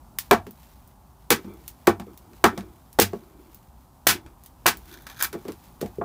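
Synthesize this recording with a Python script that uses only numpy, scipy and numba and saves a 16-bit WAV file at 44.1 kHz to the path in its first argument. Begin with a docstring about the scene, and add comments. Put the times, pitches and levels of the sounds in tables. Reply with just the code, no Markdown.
"""In a small cabin beside an open fire, a hatchet chops a plank propped on the wooden floor.
The plank bounces and scuffs, then tears at the cut, and the pieces are laid down.
Each contact is a burst of cracking noise, damped plank modes and a slightly later thud of floorboard modes.
Shaped noise makes the draught, rustle, scuffs and tearing; short bright bursts make the pops and snaps.
A camera microphone with a fast limiter ducks the blows and lets the room swell back."""
import sys
import numpy as np
from scipy import signal
from scipy.fft import rfft, irfft, next_fast_len
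from scipy.io import wavfile
from scipy.ndimage import map_coordinates
from numba import njit

SR = 44100
rng = np.random.default_rng(int(sys.argv[2]) if len(sys.argv) > 2 else 0)


def transcribe(signal):
    """Save signal, clipped to [-1, 1], as a 16-bit WAV file at the path in sys.argv[1]."""
    frames = np.atleast_2d(signal).T
    limited = np.clip(frames, -1, 1)
    pcm = np.round(limited * 32767).astype(np.int16)
    wavfile.write(sys.argv[1], SR, pcm)


def volts_from_decibels(level):
    """Turn decibel levels (scalar or array-like) into linear amplitude factors."""
    exponent = np.asarray(level, float) / 20
    return 10 ** exponent


N = 266364  # length in samples

# ringing modes of the plank: pitch_hz, level_db, t60_s
PLANK_MODES = [(600, 4.5, 0.016), (692.4, 0.5, 0.03), (810, 2.5, 0.025), (997, 3.5, 0.016),
               (1106, 4.5, 0.018), (1320, 3, 0.019), (1500, 0.5, 0.02), (1588, -7.5, 0.022),
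               (1808, -16.5, 0.079), (2090, -4, 0.018), (2330, -1, 0.025), (2532, -10.5, 0.038),
               (3100, -13.5, 0.016), (3480, -7, 0.02)]
# ringing modes of the floorboards: pitch_hz, level_db, t60_s
BOARD_MODES = [(61.4, -23.5, 0.2), (96.3, -15.5, 0.31), (198.8, -11, 0.14), (230, -10.5, 0.11),
               (289, -3, 0.032), (353.7, 3, 0.034), (396.3, -0.5, 0.041), (455, -9, 0.06)]
# colour of splitting fibres, before each sound's own tilt: frequency_hz, level_db (per Hz)
FIBRE_COLOUR = [(700, -10), (1500, -2.5), (3000, -5.5), (5000, -7), (8000, -10), (11000, -10.5),
                (14500, -8.5), (16000, -5.5)]


def unit(x):
    """Scales a sound to rms 1."""
    return x / np.sqrt(np.mean(x ** 2) + 1e-20)


def along(points, hz):
    """Reads (frequency, value) points on a log frequency axis."""
    f, v = np.transpose(points)
    return np.interp(np.log(hz + 1), np.log(f + 1), v)


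def wobble(rate):
    """A smooth random curve with rate knots a second."""
    knots = rng.standard_normal(int(N * rate / SR) + 4)
    return map_coordinates(knots, [np.arange(N) * rate / SR])


def filtered(x, response):
    """Multiplies the spectrum of x by a response of frequency."""
    m = next_fast_len(len(x) + 8192)
    return irfft(rfft(x, m) * response(np.fft.rfftfreq(m, 1 / SR)), m)[:len(x)]


def add(track, s, sound):
    """Mixes a sound into a track at s seconds."""
    part = track[round(s * SR):][:len(sound)]
    part += sound[:len(part)]


def swells(rows):
    """Gain per sample: each row climbs to its peak and falls away, straight in dB."""
    t = np.arange(N) / SR
    gain = 0
    for peak_s, db, rise, fall in rows:
        # 20 dB over the rise or the fall, neither shorter than 3 ms
        drop = np.maximum((peak_s - t) / max(rise, .003), (t - peak_s) / max(fall, .003))
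        gain = gain + volts_from_decibels(db - 20 * drop)
    return gain


def resonances(modes):
    """Causal response of (Hz, width Hz, dB) peaks, in alternating polarity."""
    def response(f):
        total = 0
        for k, (c, w, db) in enumerate(modes):
            total = total + (-1) ** k * volts_from_decibels(db) * 1j * f * w / (c * c - f * f + 1j * f * w)
        return total
    return response


def fire():
    """The fire's draught and the room's hiss: one coloured noise whose level wanders slowly."""
    # colour of draught and hiss: frequency_hz, level_db (per Hz, relative)
    draught_colour = [(15, -45), (25, -19), (37, -8.5), (59, 2), (92, -12.5), (130, -10), (149, -12),
                      (263, -16), (354, -26), (384, -19), (416, -29.5), (863, -18.5), (1260, -27.5),
                      (2110, -45.5), (16000, -40.5)]
    noise = rng.standard_normal(N)
    air = unit(filtered(noise, lambda hz: volts_from_decibels(along(draught_colour, hz)) * (hz > 22)))
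    return volts_from_decibels(-50.5 + 1.3 * wobble(1)) * air


def rustle():
    """Dense small grains of cloth and splinters, stirring between blows over a faint steady floor."""
    # stirrings: peak_s, level_db, rise_s (over 20 dB), fall_s (over 20 dB)
    stirrings = [(.25, -60.5, 0.046, 0.3), (.64, -58, 0.14, 0.28), (1.45, -63.5, 0.18, 0.23),
                 (1.65, -57, 0.17, 0.24), (2.17, -69.5, 0.12, 0.075), (2.35, -65, 0.079, 0.6),
                 (2.58, -64.5, 0.22, 0.18), (3.15, -60.5, 0.37, 0.25), (3.49, -64.5, 0.19, 0.28),
                 (4.45, -66.5, 0.056, 0.05), (4.93, -52, .3, 0.087), (5.33, -63, 0.071, 0.38),
                 (5.52, -57.5, 0.17, 0.094), (5.64, -58, 0.068, 0.14), (5.86, -58.5, 0.11, 0.17)]
    rest_db = -68
    colour = [(500, -35.5), (1500, 2.5), (4000, 0.0), (9000, -4.5), (15000, 2.5)]  # Hz, dB
    grains = rng.standard_normal(N) * volts_from_decibels(2.5 * wobble(350) + 1.5 * wobble(25))
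    bright = unit(filtered(grains, lambda hz: volts_from_decibels(along(colour, hz))))
    return (volts_from_decibels(rest_db) + swells(stirrings)) * bright


def burst(length):
    """Noise that swells for a moment and dies: the force of one contact, its envelope peaking at 1."""
    u = 6 * np.arange(SR // 5) / SR / np.clip(length, .0003, .03)  # peak a third of the way in
    envelope = (u / 2) ** 2 * np.exp(2 - np.minimum(u, 50))
    return envelope * rng.standard_normal(len(u))


def snap(length, colour):
    """A crack as heard directly, and the even pulse of like energy that it sends round the room."""
    noise = burst(length)
    pulse = np.linalg.norm(noise) * (np.arange(len(noise)) == 40)  # a single sample
    return filtered(noise, colour), filtered(pulse, colour)


def cabin(x):
    """The room's answer: a new noise tail each time, every frequency dying at its own speed."""
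    # reverberation of the cabin: frequency_hz, t60_s
    cabin_decay = [(100, 0.31), (350, 0.11), (800, .14), (2000, 0.14), (5000, 0.13), (15000, 0.11)]
    far_wall_s, far_wall_db = .021, -6  # its answer arrives late and stands out of the tail
    hz, t, z = signal.stft(rng.standard_normal(SR // 3), SR, nperseg=128)
    decay = volts_from_decibels(-60 * t / along(cabin_decay, hz)[:, None])
    near_walls = volts_from_decibels(-10.0 - 60 * t / 0.12)
    far_wall = volts_from_decibels(far_wall_db) * np.exp(-((t - far_wall_s) / 0.0017) ** 2)
    tail = signal.istft(z * decay * (1 + near_walls + far_wall), SR, nperseg=128)[1]
    delayed = np.pad(x, (70, 0))  # samples before the room answers
    return signal.fftconvolve(delayed, tail / np.linalg.norm(tail))


def pops():
    """Pops of the fire and snaps of single fibres: short noise bursts with the room behind them."""
    # pops and snaps: start_s, level_db, tilt_db (per octave)
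    pop_rows = [(.186, -9, 3.5), (.5086, -34.5, 8), (.875, -40, 9), (1.5382, -42, 6), (1.6786, -20.5, 5.5),
                (2.133, -43, 4), (2.175, -30.5, 4.5), (2.333, -42, -2), (2.6074, -36, -4),
                (2.9285, -32.5, 7), (3.5452, -31, 8.5), (4.263, -43, -5.5), (4.436, -34, 6.5),
                (4.4603, -30, 5), (4.7705, -28.5, 8), (5.0216, -38, 8), (5.0982, -27.5, 1.5),
                (5.1447, -39, -2), (5.173, -33.5, 1.5), (5.1964, -31, 4), (5.2106, -27, -2.5),
                (5.224, -1, 6), (5.2454, -14.5, 3.5), (5.52, -30.5, 0.5), (5.8087, -35, -1)]
    full_length_s, stretch = 0.0048, 0.12  # length of a 0 dB pop; dB of length per dB of level
    out = np.zeros(N)
    for s, db, tilt_db in pop_rows:
        def colour(hz):
            return volts_from_decibels(along(FIBRE_COLOUR, hz) + tilt_db * np.log2((hz + 1) / 8000))
        pop, spread = snap(full_length_s * volts_from_decibels(stretch * db), colour)
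        room = volts_from_decibels(-3) * cabin(spread)[:len(pop)]
        add(out, s, volts_from_decibels(db) * (pop + room))
    return out


def ring(modes, t, centre_hz, slope_db, far_db, cycles):
    """Damped modes, strongest near the pitch the struck spot favours, swelling over some cycles, peak 1."""
    y = 0
    for hz, db, t60 in modes:
        off_centre_db = min(slope_db * np.log2(hz / centre_hz) ** 2, far_db)
        gain_db = db - off_centre_db + rng.normal(0, 1.5)  # no two blows ring alike
        swell = 1 - np.exp(-t * hz / cycles)
        y = y + volts_from_decibels(gain_db - 60 * t / t60) * swell * np.sin(2 * np.pi * hz * t)
    return y / np.abs(y).max()


def contacts(rows, contact, room_db, boom_db, spread_db):
    """Fibres crack, the plank rings, boards thud a moment later; the room takes thuds at their own level."""
    out, t = np.zeros(N), np.arange(SR // 5) / SR
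    late = np.maximum(t - .002, 0)
    for s, crack_db, thud_db, thud_hz, knock_db, knock_hz in rows:
        # the more a contact splits rather than knocks, the brighter its crack
        tilt_db = 0.14 * np.clip(crack_db - knock_db + 1.0, -15, 15)

        def colour(hz):
            return volts_from_decibels(along(FIBRE_COLOUR, hz) + tilt_db * np.log2((hz + 1) / 6000))
        crack, even = volts_from_decibels(crack_db) * np.array(snap(contact, colour))
        plank = ring(PLANK_MODES, t, knock_hz, slope_db=spread_db, far_db=26, cycles=0.23)
        knock = volts_from_decibels(knock_db) * (1 - np.exp(-t / 0.0034)) * plank
        boards = ring(BOARD_MODES, late, thud_hz, slope_db=14.0, far_db=17, cycles=0.48)
        thud = volts_from_decibels(thud_db) * (1 - np.exp(-late / 0.0063)) * boards
        room = cabin(volts_from_decibels(room_db) * (even + knock) + volts_from_decibels(boom_db) * thud)[:len(t)]
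        add(out, s - .0003, crack + knock + thud + room)
    return out


def chops():
    """Hatchet blows, most in two stages as the blade bites and then bottoms out."""
    # blow stages: start_s, crack_db, thud_db, knock_db, knock_centre_hz
    blows = [(0.3108, -1, 3.5, 16, 1170), (0.3156, -22, 7, 12, 600), (1.3042, 7, -1, 5, 2670),
             (1.3083, -12.5, 7, 7.5, 1300), (1.8708, -6.5, -31, 1.5, 1730), (1.8752, -39.5, 9.5, 11, 810),
             (2.441, -1, 10, 19.5, 1064), (2.9879, -7.5, 0.5, 6.5, 566), (2.9922, -18, 8.5, 3, 600),
             (2.9986, 11, 0, -3, 1780), (4.0688, 5, 2.5, 10, 713), (4.0722, 17, -5, 10, 2400),
             (4.6588, -12.5, -10, 12, 1138), (4.6644, 9, -1, 8.5, 1320)]
    thud_hz = 375  # where the boards answer a blow best
    rows = [(s, crack, thud, thud_hz, *knock) for s, crack, thud, *knock in blows]
    return contacts(rows, contact=0.0058, room_db=-2.0, boom_db=-9, spread_db=8.5)


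def bumps():
    """Softer contacts: the plank's end landing after a blow, the break at the cut, pieces laid down."""
    # the plank's end landing again: start_s, crack_db, thud_db, thud_centre_hz, knock_db
    landings = [(.4665, -36, -22, 230, -26.5), (1.4439, -46, -24, 187, -29), (1.9974, -30, -21, 189, -15),
                (2.0671, -51, -24, 372, -50), (2.576, -24.5, -18.5, 188, -12), (3.132, -37, -9, 368, -14)]
    # the plank breaking and its pieces laid down: start_s, crack_db, thud_db, knock_db, knock_centre_hz
    pieces = [(5.067, -27.5, -58, -21.5, 1550), (5.099, -45, -44, -23, 1560),
              (5.2026, -22, -53, -20.5, 1630), (5.2239, -27.5, -28.5, -0.5, 1500),
              (5.2444, -28, -27.5, -16, 2330), (5.3281, -26, -22, -23, 1280), (5.3377, -40, -19, -19, 1370),
              (5.3495, -60, -12.5, -19.5, 510), (5.451, -40.5, -19, -24.5, 654),
              (5.4818, -29.5, -16, -20, 600), (5.8126, -22.5, -12, -24.5, 850), (5.8262, -38, -4, -14, 544),
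              (5.8594, -34.5, -38, -24, 490), (5.9825, -50.5, -9.5, -42, 517),
              (6.0139, -59.5, -11, -2.5, 814)]
    landing_knock_hz = 734  # where the plank rings best when its end lands
    piece_thud_hz = 319.4  # where the boards answer a laid-down piece best
    rows = [(*row, landing_knock_hz) for row in landings]
    rows += [(s, crack, thud, piece_thud_hz, *knock) for s, crack, thud, *knock in pieces]
    return contacts(rows, contact=0.0052, room_db=-1.5, boom_db=-6.5, spread_db=11.0)


def scuffs():
    """The plank's end scuffs and shudders: uneven noisy pushes stir the modes of boards and plank."""
    # scuffs: peak_s, level_db, rise_s (over 20 dB), fall_s (over 20 dB)
    scuff_rows = [(1.395, -40, 0.033, 0.043), (1.49, -43, 0.11, .2), (1.96, -48, 0.025, .15),
                  (2.084, -47, 0.063, .08), (2.32, -55.5, .2, 0.3), (2.53, -36.5, .03, 0.083),
                  (2.63, -46, 0.042, 0.11), (3.19, -52, .04, 0.17), (3.44, -51.5, 0.33, 0.13),
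                  (4.16, -41, .03, .13), (4.75, -48, 0.038, .1), (4.93, -47.5, 0.085, 0.1),
                  (5.36, -39.5, 0.029, 0.079), (5.498, -31.5, 0.038, 0.045), (5.88, -52.5, .03, 0.046)]
    push = rng.standard_normal(N) * volts_from_decibels(3 * wobble(40))
    # a mode's width in Hz is 2.2 / t60; the two lowest board modes stay out
    board_peaks = [(hz, 2.2 / t60, db) for hz, db, t60 in BOARD_MODES[2:]]
    plank_peaks = [(hz, 2.2 / t60, db) for hz, db, t60 in PLANK_MODES]
    boards = unit(filtered(push, resonances(board_peaks)))
    plank = unit(filtered(push, resonances(plank_peaks)))
    return swells(scuff_rows) * (boards + volts_from_decibels(-12.0) * plank)


def tear():
    """Fibres tear as the plank folds: uneven noisy slips ring in the half-cut joint."""
    # tearing: peak_s, level_db, rise_s (over 20 dB, at least 3 ms), fall_s (over 20 dB)
    tear_rows = [(4.942, -47.5, 0.086, 0.14), (5.068, -42, 0.0027, 0.037), (5.102, -47.5, 0.0037, 0.11),
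                 (5.16, -61, 0.055, .1), (5.215, -32.5, 0.037, 0.013), (5.25, -30, 0.028, 0.025)]
    # resonances of the half-cut joint: centre_hz, width_hz, level_db
    joint_peaks = [(1560, 220, 5), (2400, 110, -3), (3500, 680, -3.5), (6400, 650, -6.5),
                   (12100, 4800, -11.5)]
    slips = rng.standard_normal(N) * volts_from_decibels(4.7 * wobble(360) + 0.93 * wobble(42))
    return swells(tear_rows) * unit(filtered(slips, resonances(joint_peaks)))


def scene():
    """All sources at one microphone."""
    mix = fire() + rustle() + pops() + chops() + bumps() + scuffs() + tear()
    return mix[None]


@njit
def ducking(over_db, attack, hold, release):
    """Gain cut in dB: follows an overshoot fast, holds, then lets go at a steady pace."""
    cut, now, wait = np.zeros(len(over_db)), 0.0, 0.0
    for i in range(len(over_db)):
        if over_db[i] > now:
            now += attack * (over_db[i] - now)
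            wait = hold
        elif wait > 0:
            wait -= 1
        else:
            now = max(now - release, 0.0)
        cut[i] = now
    return cut


def roll_off(x):
    """The treble ends steeply here."""
    return signal.sosfilt(signal.butter(12, 16820, fs=SR, output="sos"), x)


def record(dry):
    """Camera microphone: limiter, soft clipping of what slips past it, band limit and bass cut."""
    threshold_db, attack_s, hold_s, release_db_per_s = -4.5, 0.00016, 0.0016, 900
    top_hz, bass_hz, ceiling = 15900, 45, .9
    sensed = filtered(dry[0], lambda hz: 1j * hz / (1j * hz + 350))  # the limiter heeds bass less
    over_db = 20 * np.log10(np.abs(sensed) + 1e-9) - threshold_db
    cut_db = ducking(over_db, min(1 / (attack_s * SR), 1.0), hold_s * SR, release_db_per_s / SR)
    limited = dry[0] * volts_from_decibels(-cut_db)
    clipped = limited / (1 + np.abs(limited / ceiling) ** 6) ** (1 / 6)

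    def band_limit(hz):
        return volts_from_decibels(-35 * np.clip((hz - top_hz + 400) / 400, 0, 1)) * (hz < 16900)

    def bass_cut(hz):
        return (1j * hz / bass_hz) ** 2 / (1 + 1.4j * hz / bass_hz - (hz / bass_hz) ** 2)
    finished = filtered(filtered(clipped, band_limit), bass_cut)
    return roll_off(finished[None])


dry = scene()
out = record(dry)
transcribe(out)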